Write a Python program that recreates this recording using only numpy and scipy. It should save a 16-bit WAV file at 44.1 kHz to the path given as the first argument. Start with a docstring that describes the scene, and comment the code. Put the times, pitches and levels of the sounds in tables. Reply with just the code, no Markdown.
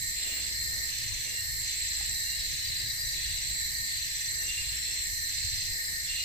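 """Cicada colonies drone in three bands through a forest thicket, heard by a small pair of microphones.
Each singer is a train of clicks ringing a body resonance; one nearer cicada pulses between ring and buzz.
Crickets trill and chirp in short sines; far whistles and thin notes are wavering near-sines, plus a squeak.
Behind them: rustles of shaped noise, a twig of decaying modes, a beating hum, leaf hiss and low rumble."""
import sys
import numpy as np
from scipy import signal
from scipy.fft import rfft, irfft
from scipy.io import wavfile
from scipy.ndimage import uniform_filter1d

SR = 44100
rng = np.random.default_rng(int(sys.argv[2]) if len(sys.argv) > 2 else 0)


def volts_from_db(level):
    """Convert decibel levels to linear amplitude ratios."""
    exponent = np.asarray(level, float) / 20
    return 10 ** exponent


def store_pcm(level_fs):
    """Save levels as 16-bit WAV."""
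    pcm = np.round(np.clip(level_fs, -1, 1) * 32767).astype(np.int16)
    wavfile.write(sys.argv[1], SR, np.atleast_2d(pcm).T)


N = 275184
T = np.arange(N) / SR
HZ = np.fft.rfftfreq(N, 1 / SR)


def evened(x):
    """Scales to rms 1."""
    return x / np.sqrt(np.mean(x ** 2) + 1e-20)


def read(points, hz):
    """Reads a spectrum on a log-frequency axis."""
    f, value = np.transpose(points)
    return np.interp(np.log(hz + 1), np.log(f + 1), value)


def column(rows):
    """A curve over time, read at every sample."""
    return np.interp(T, *np.transpose(rows))


def slow(per_s, shape):
    """Slowly wandering chance of rms 1: noise averaged twice over 1 / per_s."""
    width = int(SR / per_s)
    once = uniform_filter1d(rng.standard_normal(shape), width)
    return evened(uniform_filter1d(once, width))


def sides(db):
    """Left and right gains for a left-right difference."""
    return volts_from_db(np.array([[db / 2], [-db / 2]]))


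def add(mix, start_s, sound):
    """Lays a two-channel sound into the mix."""
    part = mix[:, round(start_s * SR):][:, :sound.shape[1]]
    part += sound[:, :part.shape[1]]


def foliage(x, wet_db, t60_s):
    """Trunks and leaves scatter the sound into a diffuse tail, another one at each microphone."""
    t = np.arange(SR // 2) / SR
    fade_in = np.minimum(t / 0.0066, 1)
    tail = rng.standard_normal((2, len(t))) * volts_from_db(-60 * t / t60_s) * fade_in
    tail = tail / np.linalg.norm(tail[0])
    return x + volts_from_db(wet_db) * signal.oaconvolve(x, tail, axes=1)[:, :N]


def clicks(per_s, jitter):
    """Tymbal ribs buckle at an uneven rate with uneven force."""
    turns = np.cumsum(per_s * (1 + jitter * slow(400, N))) / SR
    buckles = np.diff(np.floor(turns), prepend=0) > 0
    force = volts_from_db(3.3 * rng.standard_normal(N))
    return buckles * force


def body(hz, width_hz):
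    """A steep body resonance as a frequency response: three equal resonators in a row."""
    return 1 / (1 + 2j * (HZ - hz) / width_hz) ** 3


def scattered(step_hz):
    """One singer's many paths through the leaves to each microphone: a random, finely rippled response."""
    grid_hz = np.arange(0, SR / 2 + step_hz, step_hz)
    parts = [np.interp(HZ, grid_hz, row) for row in rng.standard_normal((4, len(grid_hz)))]
    return np.array(parts[:2]) + 1j * np.array(parts[2:])


def colony(hz, spread_hz, width_hz, per_s, depth, db, lean_db, throb_hz, count=8):
    """Singers of slightly different size and place, all throbbing loosely together."""
    out = np.zeros((2, len(HZ)), complex)
    for place in np.linspace(-1, 1, count):
        train = clicks(per_s * rng.uniform(.9, 1.1), jitter=.5)
        singer_hz = hz + spread_hz * place * abs(place) ** 0.62  # crowded towards the middle
        song = rfft(train) * body(singer_hz, width_hz)
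        out += song * (0.31 + scattered(step_hz=12))  # 0.31: a weak direct path
    sound = irfft(out, N)
    sound = sound / sound.std(1, keepdims=True)
    throb = 1 + depth * np.cos(2 * np.pi * throb_hz * T + 1.17 * slow(3.5, N))
    level = volts_from_db(db + .5 * slow(9.3, N))
    return level * sides(lean_db) * evened(sound * throb)


# Colonies. Each row: center in Hz, spread of singers to either side in Hz, resonator width in Hz,
# mean clicks per s, throb depth 0-1, level in dB before any curve over time, left-right difference in dB.
COLONIES = [(2047, 183, 170, 190, 0.06, -47, 1), (4160, 200, 340, 255, .17, -36.8, -1.5),
            (7600, 190, 370, 380, .33, -37, -1.5), (8140, 430, 460, 360, 0.18, -49.5, 7),
            (4948, 190, 250, 310, 0.3, -51, -2.5), (5897, 113, 144, 330, 0.7, -52.5, 3.5)]
# Mean throbs per s, one value per colony.
THROBS_PER_S = [39, 21.3, 63.1, 24.2, 26, 18.6]
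# Level over time of the second, third and fifth colony; the second only wanders by chance.
# Each row: time in seconds, gain in dB.
MIDDLE_GAIN = [(0, -2.5), (1.4, -3), (1.75, -1.5), (2.2, -0.9), (2.7, 0.5), (3.8, -2), (4.45, -2.5),
               (5.1, -2.5), (5.45, 0), (6, -3.5), (6.24, 1)]
HIGH_GAIN = [(0, -1), (.3, 1), (1, -4.3), (1.6, -1), (2.1, 1), (2.4, -4), (3.1, -4), (3.6, 0.5),
             (3.85, -3.5), (4.9, 1), (5.4, -1), (5.95, -4), (6.24, -1)]
BETWEEN_GAIN = [(0, 1), (.7, 3), (1.2, -1), (1.9, 6), (2.4, 1), (3.2, -15), (5, -5), (5.3, 5), (5.7, 7),
                (6.24, -6)]


def chorus():
    """All colonies; three follow a level over time, and the air makes all of them waver together."""
    colonies = [colony(*row, throb_hz) for row, throb_hz in zip(COLONIES, THROBS_PER_S)]
    low, middle, high, upper, between, faint = colonies
    uneven = middle * volts_from_db(column(MIDDLE_GAIN))
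    uneven = uneven + high * volts_from_db(column(HIGH_GAIN))
    uneven = uneven + between * volts_from_db(column(BETWEEN_GAIN))
    air = volts_from_db(0.42 * slow(20, N))
    return (low + upper + faint + uneven) * air


# Belly openings of the pulsing cicada. Each row: start in seconds, time from start until it begins
# to sink in seconds, opening 0-1.
PULSES = [(-.62, .38, .7), (.09, .38, .8), (.85, .44, .75), (1.58, .5, .75), (2.33, .5, .68),
          (3.08, .45, .75), (3.84, .4, .72), (4.42, .58, .78), (5.24, .42, .7), (6.01, .4, .88)]


def belly():
    """How far the belly is open, 0-1: it opens fast, holds, and sinks back to rest."""
    open_s, close_s, rest = .085, .09, .1  # linear rise, decay time constant, least opening
    start_s, held_s, opening = np.transpose(PULSES)[:, :, None]
    rise = np.clip((T - start_s) / open_s, 0, 1)
    fall = np.exp(-np.maximum(T - start_s - held_s, 0) / close_s)
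    pulses = opening * rise * fall
    return np.maximum(pulses.max(0), rest)


# Spectral shapes of buzz and rasp. Each row: frequency in Hz, relative level in dB.
BUZZ = [(2000, -24), (2300, -0.5), (2600, 5), (3200, -2.5), (3650, 6), (3900, -15), (4400, -39)]
RASP = [(8800, -16.5), (9400, -10), (10000, -11.5), (11700, -0.5), (12700, 1), (14900, -5), (15250, -5.5),
        (15800, -6.5)]
# Ring, buzz and rasp: level in dB at opening 0, then gain in dB per unit of opening.
SHUT_DB = [-40, -56, -41.5]
OPENING_DB = [-11, 15, -5.5]


def pulsing_cicada():
    """Dense click trains: with the belly shut they ring low and rasp high, with it open they buzz in between."""
    ring_hz, ring_width_hz = 1838, 80
    dense = np.array([clicks(2600, jitter=.8), clicks(2500, jitter=.8)])
    train = rfft(foliage(dense, wet_db=-1, t60_s=.15))
    direct = rfft(clicks(300, jitter=.8)) * body(ring_hz, ring_width_hz)
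    ports = irfft(direct * np.array([[1.2], [-1]]), N)  # half a wave apart at the two ports
    ring = foliage(ports, wet_db=-4.0, t60_s=0.11)
    buzz = irfft(train * volts_from_db(read(BUZZ, HZ)), N)
    rasp = irfft(train * volts_from_db(read(RASP, HZ)), N)
    rasp = rasp * sides(-3.5) * volts_from_db(0.52 * slow(14, N))
    opening = belly()
    out = np.zeros((2, N))
    for sound, shut_db, gain_db in zip((ring, buzz, rasp), SHUT_DB, OPENING_DB):
        out += evened(sound) * volts_from_db(shut_db + gain_db * opening)
    return out


def stroke(hz, length_s, glide, lag_s):
    """One wing stroke: a short sine whose pitch sags by the share glide, later on the right by lag_s."""
    t = np.arange(round(length_s * SR)) / SR
    delayed = t - np.array([[0], [lag_s]])
    phase = 2 * np.pi * hz * (delayed - glide * t ** 2 / (2 * length_s))
    return np.sin(phase) * np.sin(np.pi * t / length_s) ** 0.8


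# Trills. Each row: time in seconds (9 ms after the first stroke begins), strokes, mean peak in dB.
TRILLS = [(.035, 2, -39.5), (.423, 3, -41.5), (.74, 2, -38.5), (.929, 8, -38), (1.68, 2, -38.5),
          (1.885, 9, -39.5), (2.52, 4, -42), (2.877, 2, -43), (3.054, 9, -40), (3.76, 3, -41),
          (3.992, 2, -37), (4.157, 8, -36.5), (4.913, 2, -39.5), (5.135, 11, -37), (5.933, 2, -40),
          (6.15, 2, -39.5)]
# Runs of paired chirps. Each row: time in seconds (5 ms after the first stroke begins), pairs,
# pair spacing in seconds, mean peak in dB, pitch in Hz, left-right difference in dB.
CHIRPS = [(.413, 6, .1145, -38, 4960, -4), (2.368, 3, .115, -38, 5220, 0), (2.42, 6, .116, -40, 5010, 2),
          (2.655, 5, .1095, -33.5, 4790, 5), (3.263, 8, .1167, -41, 4990, 4),
          (4.228, 5, .116, -39, 4950, -5), (5.618, 6, .116, -39, 5060, 4)]


def crickets():
    """Trills of single strokes and chirps of two, each a little louder or softer."""
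    trill_hz, stroke_spacing_s, pair_gap_s = 5998, .0522, .031
    out = np.zeros((2, N))
    for s, strokes, db in TRILLS:
        for k, chance in enumerate(rng.standard_normal(round(strokes))):
            hz = trill_hz + 7 * rng.standard_normal()
            sound = stroke(hz, length_s=.026, glide=.003, lag_s=.00003)
            add(out, s + k * stroke_spacing_s - .009, volts_from_db(db + 1.5 * chance) * sides(-1.5) * sound)
    for s, pairs, spacing_s, db, hz, lean_db in CHIRPS:
        for k, chance in enumerate(rng.standard_normal(2 * round(pairs))):
            start_s = s + k // 2 * spacing_s + k % 2 * pair_gap_s - .005
            sound = stroke(hz, length_s=.016, glide=.025, lag_s=.00005)
            add(out, start_s, volts_from_db(db + 1.5 * chance) * sides(lean_db) * sound)
    return foliage(out, wet_db=-7, t60_s=.2)


def note(hz, db, arch_db, waver, flutter_db):
    """A near-sine note along the pitches hz under an arch of level; pitch wavers, level flutters."""
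    arch = db - arch_db * np.linspace(-1, 1, len(hz)) ** 2
    level = volts_from_db(arch + flutter_db * slow(90, len(hz))) * signal.windows.tukey(len(hz), .15)
    wavering_hz = hz * (1 + waver * slow(80.6, len(hz)))
    phase = 2 * np.pi * np.cumsum(wavering_hz) / SR
    return level * np.sin(phase - np.array([[0], [.8]]))  # the right lags by 0.8 rad


# Whistles. Each row: start in seconds, length in seconds, held pitch in Hz, arch top in dB.
WHISTLES = [(.17, .29, 2815, -48), (1.2, .27, 2820, -48), (2.19, .25, 2810, -52), (3.2, .22, 2810, -53),
            (4.36, .4, 2790, -44), (4.42, .28, 2550, -53), (4.83, .17, 2720, -53), (6.07, .32, 2855, -39),
            (6.08, .3, 2600, -52)]
# Thin notes. Each row: start in seconds, length in seconds, first Hz, last Hz, arch top in dB.
HIGH_NOTES = [(0, 2.5, 4180, 4330, -46), (.53, .23, 12700, 12700, -56), (1.95, 2.2, 3870, 3950, -48),
              (2.55, .23, 3020, 3030, -56), (3.2, .92, 4520, 4560, -50), (4.5, 1.8, 4150, 4340, -46),
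              (4.68, .32, 5260, 5260, -52), (4.75, .25, 5500, 5510, -51)]


def whistles():
    """Far broken whistles that rise and then hold, and fuzzy thin notes that hold or drift slowly."""
    flat_share, rise_s = .035, .08  # how flat they start, time constant of the rise
    out = np.zeros((2, N))
    for s, length_s, hz, db in WHISTLES:
        flat = flat_share * np.exp(-np.arange(0, length_s, 1 / SR) / rise_s)
        add(out, s, note(hz * (1 - flat), db, arch_db=11, waver=.007, flutter_db=5))
    for s, length_s, first_hz, last_hz, db in HIGH_NOTES:
        hz = np.linspace(first_hz, last_hz, round(length_s * SR))
        add(out, s, note(hz, db, arch_db=3.5, waver=.005, flutter_db=4.5))
    return foliage(out, wet_db=-3, t60_s=.2)


# The squeak: start in seconds, length in seconds, top pitch in Hz, Hz lower at the ends,
# arch top in dB, dB lower at the ends.
SQUEAK = (.245, .19, 15470, 1500, -45, 16)


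def squeak():
    """One very high near-sine whose pitch arches up and back, without a tail."""
    out = np.zeros((2, N))
    s, length_s, top_hz, sag_hz, db, arch_db = SQUEAK
    hz = top_hz - sag_hz * np.linspace(-1, 1, round(length_s * SR)) ** 2
    add(out, s, note(hz, db, arch_db, waver=.003, flutter_db=2.5))
    return out


# Rustles. Each row: middle in seconds, Gaussian half length in seconds, level in dB.
RUSTLES = [(0.347, 0.092, -57), (.79, .09, -60), (4.42, .1, -64)]
# Rustle spectrum. Each row: frequency in Hz, relative level in dB.
RUSTLE_SHAPE = [(120, -20), (220, 0.5), (600, -3), (900, -12.5), (1500, -7), (2200, -27), (4000, -50)]


def rustles():
    """Short swells of dull, lumpy noise close by, partly shared by the two sides."""
    noise = rng.standard_normal((2, N))
    shared = noise + .4 * noise[::-1]
    dull = evened(irfft(rfft(shared) * volts_from_db(read(RUSTLE_SHAPE, HZ)), N))
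    lumpy = dull * volts_from_db(1.1 * slow(40, N))
    swells = sum(volts_from_db(db) * np.exp(-((T - s) / half_s) ** 2 / 2) for s, half_s, db in RUSTLES)
    return sides(5.0) * lumpy * swells


# Twig knocks. Each row: start in seconds, level in dB.
KNOCKS = [(2.009, -46)]
# Twig modes. Each row: pitch in Hz, relative level in dB, t60 in seconds.
TWIG_MODES = [(825, 0, 0.042), (420, -4, .02), (1200, -8, 0.016)]


def twig():
    """A dull short knock: a few decaying modes."""
    out, t = np.zeros((2, N)), np.arange(2000) / SR
    for s, db in KNOCKS:
        for hz, mode_db, t60_s in TWIG_MODES:
            mode = volts_from_db(db + mode_db - 60 * t / t60_s) * np.sin(2 * np.pi * hz * t)
            add(out, s, sides(5) * mode)
    return out


# Two low tones. Each row: pitch in Hz, level in dB.
HUM = [(57.6, -55.5), (58.28, -56.5)]


def hum():
    """A low hum that swells as its two tones beat."""
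    loudest_s = .55  # both tones crest here
    return sides(2.2) * sum(volts_from_db(db) * np.cos(2 * np.pi * hz * (T - loudest_s)) for hz, db in HUM)


# Background spectrum. Each row: frequency in Hz, relative density in dB per Hz.
FLOOR = [(20, -9.5), (40, -2.5), (58, -4.5), (75, -5.5), (110, -7.5), (200, -25), (500, -29), (1200, -35),
         (1500, -32), (1750, -11.5), (2500, -27.5), (3300, -34), (4600, -12.5), (5500, -13.5), (6800, -14),
         (9000, -16), (10000, -28.5), (15200, -23.5), (15600, -69)]
# Each row: frequency in Hz, left-right likeness 0-1.
SAME = [(20, 0.34), (100, 0.85), (200, 0.1), (550, 0.4), (800, 0.017), (16000, 0.015)]
# Each row: frequency in Hz, left-right difference in dB.
LEAN = [(20, 3), (100, 4), (300, 3.5), (900, 5), (2000, 3.5), (4000, -2), (12000, -5), (16000, 8)]


def rumble_and_hiss():
    """Low rumble, leaf hiss and the farthest insects: noise with drifting patches."""
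    frames, hz = N // 512 + 5, np.fft.rfftfreq(2048, 1 / SR)
    a, b, c, d, patches = rng.standard_normal((frames, len(hz), 5)).T
    patches = uniform_filter1d(patches, 14, 0)  # over frequency, then time
    patches = evened(uniform_filter1d(patches, 10, 1))
    gusts = evened(uniform_filter1d(rng.standard_normal(frames), 4))
    gusts = gusts * (hz < 1400)[:, None]  # light air shakes the low bands together
    same = np.clip(read(SAME, hz), -1, 1)[:, None]
    lean = volts_from_db(read(LEAN, hz) / 2)[:, None]
    left = a + 1j * b
    right = same * left + np.sqrt(1 - same ** 2) * (c + 1j * d)
    z = np.array([left * lean, right / lean])
    z *= volts_from_db(read(FLOOR, hz)[:, None] + 2.2 * patches + .9 * gusts)
    noise = signal.istft(z, nperseg=2048, noverlap=1536)[1][:, :N]
    return volts_from_db(-39) * evened(noise)


def scene():
    """Everything in the thicket."""
    insects = chorus() + pulsing_cicada() + crickets() + whistles() + squeak()
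    return insects + rustles() + twig() + hum() + rumble_and_hiss()


def low_pass(x):
    """Removes everything above the highest recorded frequency."""
    return signal.sosfilt(signal.butter(12, 15830, fs=SR, output="sos"), x)


def record(dry):
    """A steep band limit at the top of the treble."""
    edge_hz = 15520
    gain = 1 / (1 + np.exp(np.clip((HZ - edge_hz) / 14, -50, 50)))
    limited = irfft(rfft(dry) * gain, N)
    return low_pass(limited)


dry = scene()
out = record(dry)
store_pcm(out)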